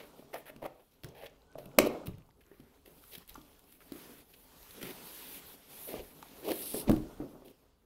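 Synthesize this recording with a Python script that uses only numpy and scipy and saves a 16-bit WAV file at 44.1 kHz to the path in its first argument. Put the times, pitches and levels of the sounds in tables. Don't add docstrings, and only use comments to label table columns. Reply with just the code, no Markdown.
import sys
import numpy as np
from scipy import signal
from scipy.fft import rfft, irfft, next_fast_len
from scipy.io import wavfile
from scipy.ndimage import uniform_filter1d, map_coordinates

SR = 44100
rng = np.random.default_rng(int(sys.argv[2]) if len(sys.argv) > 2 else 0)


def log_audio(samples):
    frames = np.atleast_2d(samples).T
    limited = np.clip(frames, -1, 1)
    pcm = np.round(limited * 32767).astype(np.int16)
    wavfile.write(sys.argv[1], SR, pcm)


N = 346405

# start_s, hiss_db, scrape_db, boom_db
RUBBING = [(0.0, -67.5, -66.5, -59.5), (0.57, -77, -75, -62), (0.83, -77, -79, -76.5),
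           (1.49, -84, -77.5, -63), (1.97, -71, -67, -51), (2.3, -81, -82.5, -71.5),
           (3.23, -66.5, -65.5, -65), (3.76, -69, -74, -70), (4.02, -67, -60.5, -57.5),
           (4.37, -64.5, -71, -69.5), (4.61, -61, -62.5, -63), (4.92, -53, -56.5, -53),
           (5.2, -54, -55.5, -66.5), (5.57, -57.5, -59.5, -57.5), (5.88, -51.5, -58, -56.5),
           (6.16, -61, -66.5, -62), (6.49, -59, -58.5, -54.5), (6.67, -45, -62, -54),
           (6.95, -65.5, -62.5, -51), (7.37, -74, -72, -57.5), (7.54, -77, -75.5, -73),
           (7.85, -87.5, -85, -72)]
# centre_hz, width_hz, level_db
BOX_MODES = [(305, 43, 1), (530.7, 34, -2), (1165, 6.3, -8.5), (1800, 30, -10.5), (2012, 29, -26.5),
             (2258, 220, -16), (2350, 41, -14.5), (2500, 160, -25), (2980, 110, -20), (3940, 34, -24),
             (4160, 14, -27.5), (3880, 8.7, -33.5)]
# freq_hz, level_db
SCRAPE_SPECTRUM = [(470, -35), (800, -5.5), (859, -3.5), (1250, -6.5), (2160, -6.5), (3370, -5), (3690, -6),
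                   (7650, -12), (9000, -13), (11700, -42.5), (19800, -120)]
# freq_hz, level_db
BOOM_SPECTRUM = [(47, -51), (80, -13), (107, -16), (150, 2.5), (206, -2.5), (283, 4.5), (320, -6), (414, 3),
                 (485, -2), (793, -6.5), (1500, -15), (1950, -55.5), (3300, -120)]


def amp(db):
    return 10 ** (np.asarray(db) / 20)


def unit(x):
    return x / np.sqrt(np.mean(x ** 2) + 1e-20)


def along(points, hz):
    point_hz, value = np.transpose(points)
    return np.interp(np.log(hz + 1), np.log(point_hz + 1), value)


def curves(rows):
    time_s, *columns = np.transpose(rows)
    return [np.interp(np.arange(N) / SR, time_s, column) for column in columns]


def wobble(rate_hz, count=N):
    knots = rng.standard_normal(int(count * rate_hz / SR) + 4)
    return map_coordinates(knots, [np.arange(count) * rate_hz / SR])


def filtered(x, response):
    size = next_fast_len(len(x) + SR // 4)
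    spectrum = rfft(x, size) * response(np.fft.rfftfreq(size, 1 / SR))
    return irfft(spectrum, size)[:len(x)]


def resonance(hz, centre_hz, width_hz):
    return 1j * hz * width_hz / (centre_hz ** 2 - hz ** 2 + 1j * hz * width_hz)


def coloured(x, spectrum):
    return unit(filtered(x, lambda hz: amp(along(spectrum, hz))))


def grit(count, spread_db, stutter_db, rate_hz):
    clumps = wobble(rate_hz, count)
    level_db = spread_db * rng.standard_normal(count) + stutter_db * clumps
    return amp(level_db) * rng.standard_normal(count)


def hiss_centre(time_s):
    # start_s, lowest_s, end_s, lowest_hz
    foam_out = (6.56, 6.76, 6.88, 10300)
    usual_hz = 12270
    return np.interp(time_s, foam_out[:3], (usual_hz, foam_out[3], usual_hz))


def background():
    # freq_hz, level_db
    rumble = [(12, -14), (30, -1.5), (55, -0.5), (85, -5), (130, -12), (200, -47.5)]
    # freq_hz, level_db
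    quiet = [(47, -34), (80, -4), (114, -7), (149, -12.5), (199, -6), (422, -17.5), (527, -16),
             (958, -19.5), (13100, -43.5), (16000, -39.5)]
    # peak_s, swell_db
    jolts = [(1.79, -50.5), (2.1, -54), (3.3, -65), (5.99, -59), (6.901, -32), (7.2, -59)]
    shake_db, quiet_db = -70.5, -79
    shake_db_per_boom_db = 0.13
    rise_s, fall_t60_s = 0.05, 0.45
    shake = coloured(amp(1.7 * wobble(5.3)) * rng.standard_normal(N), rumble)
    t = np.arange(N) / SR
    boom_db = curves(RUBBING)[2]
    gain = amp(shake_db + shake_db_per_boom_db * (boom_db - boom_db.mean()))
    for peak_s, swell_db in jolts:
        drop_db = np.where(t < peak_s, 25 * (peak_s - t) / rise_s, 60 * (t - peak_s) / fall_t60_s)
        gain = gain + amp(swell_db - drop_db)
    return gain * shake + amp(quiet_db) * coloured(rng.standard_normal(N), quiet)


def rubbing():
    hiss_db, scrape_db, boom_db = curves(RUBBING)
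    hz, t, z = signal.stft(grit(N, spread_db=3.5, stutter_db=2.6, rate_hz=15), SR, nperseg=512)
    log_offset = np.log(hz[:, None] / hiss_centre(t) + 1e-6)
    hump = amp(-np.minimum(90 * log_offset ** 2, 40))
    hump /= np.sqrt(np.mean(hump ** 2, axis=0))
    hiss = unit(signal.istft(z * hump, SR, nperseg=512)[1][:N])
    scrape = coloured(grit(N, spread_db=1.0, stutter_db=0.76, rate_hz=64), SCRAPE_SPECTRUM)
    boom = coloured(grit(N, spread_db=5.5, stutter_db=-2.0, rate_hz=19), BOOM_SPECTRUM)
    return amp(hiss_db) * hiss + amp(scrape_db) * scrape + amp(boom_db) * boom


def patchy(x, depth_db):
    z = signal.stft(x, nperseg=512)[2]
    field = uniform_filter1d(rng.standard_normal(z.shape), size=7, axis=0)
    field = uniform_filter1d(field, size=9, axis=1)
    return signal.istft(z * amp(depth_db * unit(field)), nperseg=512)[1][:N]


def moving():
    # start_s, end_s, change_db
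    pauses = [(2.775, 2.852, -4), (3.233, 3.29, -7.5), (4.233, 4.289, -6.5), (5.553, 5.696, -6),
              (3.776, 3.808, -4), (6.856, 6.855, -9)]
    t = np.arange(N) / SR
    ramp_s = 0.027
    change_db = np.zeros(N)
    for start, end, db in pauses:
        change_db += db * np.clip(np.minimum(t - start, end - t) / ramp_s + .5, 0, 1)
    return amp(change_db)


def scuffs():
    # start_s, end_s, swell_db (rise over the stroke), hiss_db, scrape_db, scrape_hz, boom_db, panel_hz
    strokes = [(0.0, 0.07, -11, -76, -61, 2000, -60, 400), (0.178, 0.196, 21.5, -85, -72, 2090, -57, 370),
               (0.329, 0.365, 6, -56.5, -48, 1360, -43.5, 560),
               (0.367, 0.421, -12, -62.5, -65, 1860, -58, 437),
               (0.456, 0.502, -3, -57.5, -54.5, 1630, -56, 610),
               (0.616, 0.662, 7.5, -59, -54, 1560, -39, 500), (0.69, 0.82, 8, -93, -80.5, 1950, -65.5, 505),
               (0.795, 0.816, -5, -77, -70, 1990, -68, 470), (0.911, 0.967, -2, -74, -76, 3700, -78, 400),
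               (1.035, 1.044, -0.5, -83, -74, 2680, -40.5, 220),
               (1.048, 1.146, -9, -74, -69.5, 2050, -56.5, 430),
               (1.141, 1.261, 9, -64.5, -59, 1850, -55, 570), (1.26, 1.267, -3, -69, -49, 2120, -63, 577),
               (1.58, 1.65, -12, -65.5, -69.5, 2580, -77, 453),
               (1.86, 1.873, -1.5, -46, -45, 2400, -31.5, 454),
               (1.897, 2.043, -9, -81, -66, 2400, -46.5, 436),
               (2.058, 2.084, -7.5, -57.5, -59, 3000, -47.5, 210),
               (2.411, 2.424, -13, -72.5, -70, 1900, -66.5, 344),
               (2.452, 2.685, 0.5, -79.5, -75, 1487, -71.5, 298),
               (2.853, 2.921, -5, -67, -74.5, 2380, -64, 375),
               (3.009, 3.123, 11, -62.5, -82, 1900, -82.5, 379),
               (3.112, 3.158, 14, -54, -55.5, 3130, -62, 458),
               (3.176, 3.179, 2, -58, -66.5, 3200, -54, 204),
               (3.282, 3.296, 12.5, -55, -61.5, 3280, -76, 240),
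               (3.671, 3.768, 0.5, -68.5, -73, 2380, -72, 300),
               (3.804, 3.824, 0, -68.5, -63, 1380, -64.5, 453),
               (3.929, 4.206, -5.5, -60.5, -66, 1504, -67, 340),
               (4.328, 4.349, 5, -75.5, -63.5, 2560, -69.5, 367),
               (4.811, 4.912, -2, -52, -51.5, 2160, -49.5, 330),
               (5.03, 5.38, 6.5, -54, -61, 2870, -63, 326), (5.875, 6.005, -2, -71, -54, 2240, -46, 413),
               (6.418, 6.519, 18, -50.5, -50.5, 2600, -39.5, 380),
               (6.528, 6.617, 2, -44.5, -55, 3120, -56.5, 285),
               (6.618, 6.815, 2, -45, -50, 4300, -57.5, 306),
               (6.738, 6.802, -5, -45, -64, 3830, -42.5, 312),
               (6.871, 6.89, 10, -72, -50, 2130, -33.5, 300),
               (7.201, 7.266, -9.5, -87, -80, 1620, -46, 318),
               (7.446, 7.516, -5, -66, -69, 2540, -56.5, 339)]
    gritty_s = 0.13
    attack_s, ease_per_db = 0.0018, 0.01
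    fade_t60_s, fade_share = 0.022, 0.3
    out = np.zeros(N + SR)
    t = np.arange(SR // 2) / SR
    for start, end, swell_db, hiss_db, scrape_db, scrape_hz, boom_db, panel_hz in strokes:
        length_s = end - start
        stutter_db = 3.5 / (1 + length_s / gritty_s)
        force = grit(len(t), spread_db=5.0, stutter_db=stutter_db, rate_hz=160)

        fade_in_s = attack_s + ease_per_db * max(swell_db, 0) * length_s
        stroke = amp(swell_db * (t / length_s - .5)) * np.clip(t / fade_in_s, 0, 1)
        fade_out_s = fade_t60_s + fade_share * length_s
        fade = amp(swell_db / 2 - 60 * (t - length_s) / fade_out_s)
        shape = np.where(t < length_s, stroke, fade)

        hiss_hz = hiss_centre((start + end) / 2)

        def hiss_response(hz):
            return resonance(hz, hiss_hz, .5 * hiss_hz + 500) ** 2

        def scrape_response(hz):
            return resonance(hz, scrape_hz, 1.3 * scrape_hz) ** 2 + 0.33 * amp(along(SCRAPE_SPECTRUM, hz))

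        def boom_response(hz):
            return resonance(hz, panel_hz, panel_hz) ** 2 + 0.12 * amp(along(BOOM_SPECTRUM, hz))

        stroke_sound = amp(hiss_db) * unit(filtered(force, hiss_response))
        stroke_sound += amp(scrape_db) * unit(filtered(force, scrape_response))
        stroke_sound += amp(boom_db) * unit(filtered(force, boom_response))
        out[round(start * SR):][:len(t)] += shape * stroke_sound
    return out[:N]


def room(x, count=40):
    # freq_hz, t60_s
    decay = [(100, 0.39), (500, 0.37), (2000, 0.39), (6000, 0.26), (15000, 0.13)]
    out, step = np.zeros(N + SR), N // count + 1
    for k in range(count):
        hz, t, z = signal.stft(rng.standard_normal(SR // 2), SR, nperseg=256)
        fall = amp(-60 * t / along(decay, hz)[:, None])
        tail = signal.istft(z * fall, SR, nperseg=256)[1]
        echo = signal.fftconvolve(x[k * step:(k + 1) * step], tail / np.linalg.norm(tail))
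        out[k * step + 300:][:len(echo)] += echo
    return out[:N]


def knocks():
    # start_s, level_db, panel_hz, table_db (against level_db)
    hits = [(0.223, -51, 620, -14), (0.342, -32, 672, -29), (0.496, -43, 624, -20), (0.56, -46, 230, -12),
            (0.625, -42.5, 574, -7.5), (0.648, -39, 594, -28), (1.043, -38.5, 138, -26),
            (1.233, -43.5, 558, -17.5), (1.553, -36, 610, -15), (1.582, -40, 600, -35),
            (1.659, -42.5, 188, -10), (1.737, -54, 505, -13), (1.779, -26, 253, -27),
            (1.784, -12, 570, -23), (1.797, -20, 355, -32), (2.079, -30, 132, -29.5),
            (2.091, -32, 148, -18.5), (2.287, -57.5, 895, -7.5), (2.513, -47.5, 384, -25),
            (2.597, -46, 248, -10.5), (3.353, -45, 1370, -18), (3.352, -44, 867, -23),
            (3.377, -46.5, 288, -8.5), (3.918, -37, 290, -37), (4.832, -41, 180, -12),
            (5.939, -32.5, 432, -17.5), (6.225, -41.5, 884, -29), (6.254, -54.5, 700, -30),
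            (6.487, -30, 415, -38), (6.743, -30.5, 421, -15.5), (6.893, -15, 201, -10.5),
            (6.903, -19.5, 289, -9.5), (6.929, -23, 319, -38), (7.2, -37.5, 294, -8),
            (7.332, -44.5, 282, -13), (7.419, -48, 388, -18)]
    # freq_hz, level_db, t60_s
    table_modes = [(40, -1, .15), (63, -7.5, 0.05), (97, -5, 0.064), (140, 5.5, .18)]
    middle_hz, middle_t60_s, pitch_power = 300, 0.045, 0.32
    out, t = np.zeros(N + SR), np.arange(SR // 3) / SR
    modes_hz, widths_hz, modes_db = np.transpose(BOX_MODES)
    luck = rng.standard_normal((len(hits), len(BOX_MODES)))
    table = sum(amp(db - 60 * t / t60) * np.sin(2 * np.pi * hz * t) for hz, db, t60 in table_modes)
    decays = np.exp(-2.5 * np.pi * np.outer(widths_hz + modes_hz / 30, t))
    ringing = decays * np.sin(2 * np.pi * np.outer(modes_hz, t))
    box_attack = (1 - np.exp(-t / 0.00083)) ** 2
    table_attack = 1 - np.exp(-t / 0.0011)
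    for (start, level_db, panel_hz, table_db), chance in zip(hits, luck):
        t60 = middle_t60_s * (middle_hz / panel_hz) ** pitch_power
        panel = amp(-60 * t / t60) * np.sin(2 * np.pi * panel_hz * t)
        octaves_off = np.abs(np.log2(modes_hz / panel_hz))
        body = amp(4 + 0.43 * modes_db + 4.8 * chance - 7.7 * octaves_off) @ ringing
        blow = (panel + body) * box_attack + amp(table_db - 7) * table * table_attack
        out[round((start + .0015) * SR):][:len(t)] += amp(level_db + 3.5) * blow
    return out[:N]


def snaps():
    # start_s, level_db, bright_db (against level_db), paper_hz
    edges = [(0.342, -31, -13, 1360), (0.5625, -44.5, -17, 2300), (1.035, -39.5, -10, 3020),
             (1.0438, -31, -17, 1570), (1.0875, -48, -20, 5830), (1.2672, -43, -13, 2330),
             (1.5862, -42.5, -15, 2870), (1.657, -46, -2.5, 2720), (1.7856, -11.5, -7, 1760),
             (1.7872, -4, -26, 1950), (1.85, -34, -13, 2570), (2.07, -33.5, -5.5, 2870),
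             (2.183, -55, -4.5, 2394), (2.4079, -57.5, -10, 2405), (2.6009, -50, -8, 2504),
             (2.8599, -45.5, -8.5, 2770), (3.0386, -45.5, -8.5, 1334), (3.1509, -36, -6, 3200),
             (3.182, -41, -2.5, 3150), (3.2778, -53.5, 6, 3400), (3.3033, -46, -13, 3280),
             (3.3436, -47, -28, 6350), (3.3571, -40.5, -13, 1346), (3.4148, -49, -13, 3320),
             (3.5927, -55.5, 3.5, 3000), (3.7243, -46, -3, 1320), (3.9208, -39, -3, 3830),
             (4.3378, -46.5, -10, 2440), (4.6287, -46, -3, 3770), (4.7082, -42, -5, 3860),
             (4.8283, -27, -29, 1450), (5.165, -51, -27, 3440), (6.2256, -37, -32, 1310),
             (6.2847, -50, -21, 3800), (6.5171, -24, -7, 1930), (6.8958, -25, -13, 2020),
             (6.915, -28.5, -5, 1490), (6.9636, -40.5, -6, 3100), (7.4814, -47.5, -22.5, 3060)]
    out, t = np.zeros(N + SR), np.arange(SR // 8) / SR
    noise = rng.standard_normal((len(edges), len(t)))

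    def upper_modes(hz):
        return sum(amp(0.3 * db) * resonance(hz, c, 4.4 * w) for c, w, db in BOX_MODES if c > 1000)

    for (start, level_db, bright_db, paper_hz), burst in zip(edges, noise):
        burst = burst * amp(level_db + 0.5) * (1 - np.exp(-t / 0.00032))

        def papery(hz):
            own = 1.5 * resonance(hz, paper_hz, 0.24 * paper_hz)
            return own + 0.53 * resonance(hz, 2800, 4000) + 0.22 * upper_modes(hz)

        def bright(hz):
            return amp(bright_db + 8) * resonance(hz, 12500, 13000) ** 2

        middle = burst * amp(-60 * t / 0.016)
        crack = burst * amp(-60 * t / 0.0091)
        out[round(start * SR):][:len(t)] += filtered(middle, papery) + filtered(crack, bright)
    return out[:N]


def crackle(per_s=45, lowest_db=-66, spread_db=14):
    # start_s, end_s
    folding = (1.25, 3.85)
    count = int(per_s * (folding[1] - folding[0]))
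    when, pitch, size = rng.random((count, 3)).T
    t = np.arange(160) / SR
    hz = 1800 * amp(16 * pitch)[:, None]
    gain = amp(lowest_db + spread_db * size)[:, None]
    pops = gain * np.exp(-.45 * hz * t) * np.sin(2 * np.pi * hz * t)
    first = (np.interp(when, (0, 1), folding) * SR).astype(int)
    at = first[:, None] + np.arange(len(t))
    return np.bincount(at.ravel(), pops.ravel(), N)


def squeak():
    # start_s, end_s, pitch_hz, level_db
    pull = (1.42, 1.57, 1500, -75)
    start, end, hz, level_db = pull
    done = np.clip((np.arange(N) / SR - start) / (end - start), 0, 1)
    pitch_hz = hz * (1.01 - .02 * done) + 30 * wobble(200)
    gain = amp(level_db + 4.7 * wobble(37.8)) * np.sin(np.pi * done) ** 0.27
    return gain * np.sin(2 * np.pi * np.cumsum(pitch_hz) / SR)


def scene():
    knock, snap, scuff = knocks(), snaps(), scuffs()
    dull_knock = filtered(knock, lambda hz: 1 / (1 + 1j * hz / 700))
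    echoes = room(amp(-6.0) * dull_knock + amp(-12.0) * snap + amp(-14.0) * scuff)
    hits = knock + snap + scuff + echoes
    small = crackle() + squeak()
    rub = amp(-0.5) * moving() * patchy(rubbing(), depth_db=1.68)
    return (hits + small + rub + background())[None]


def record(dry):
    top_hz = 15850
    return filtered(dry[0], lambda hz: np.clip((top_hz - hz) / 120, 0, 1) ** 2)[None]


dry = scene()
out = record(dry)
log_audio(out)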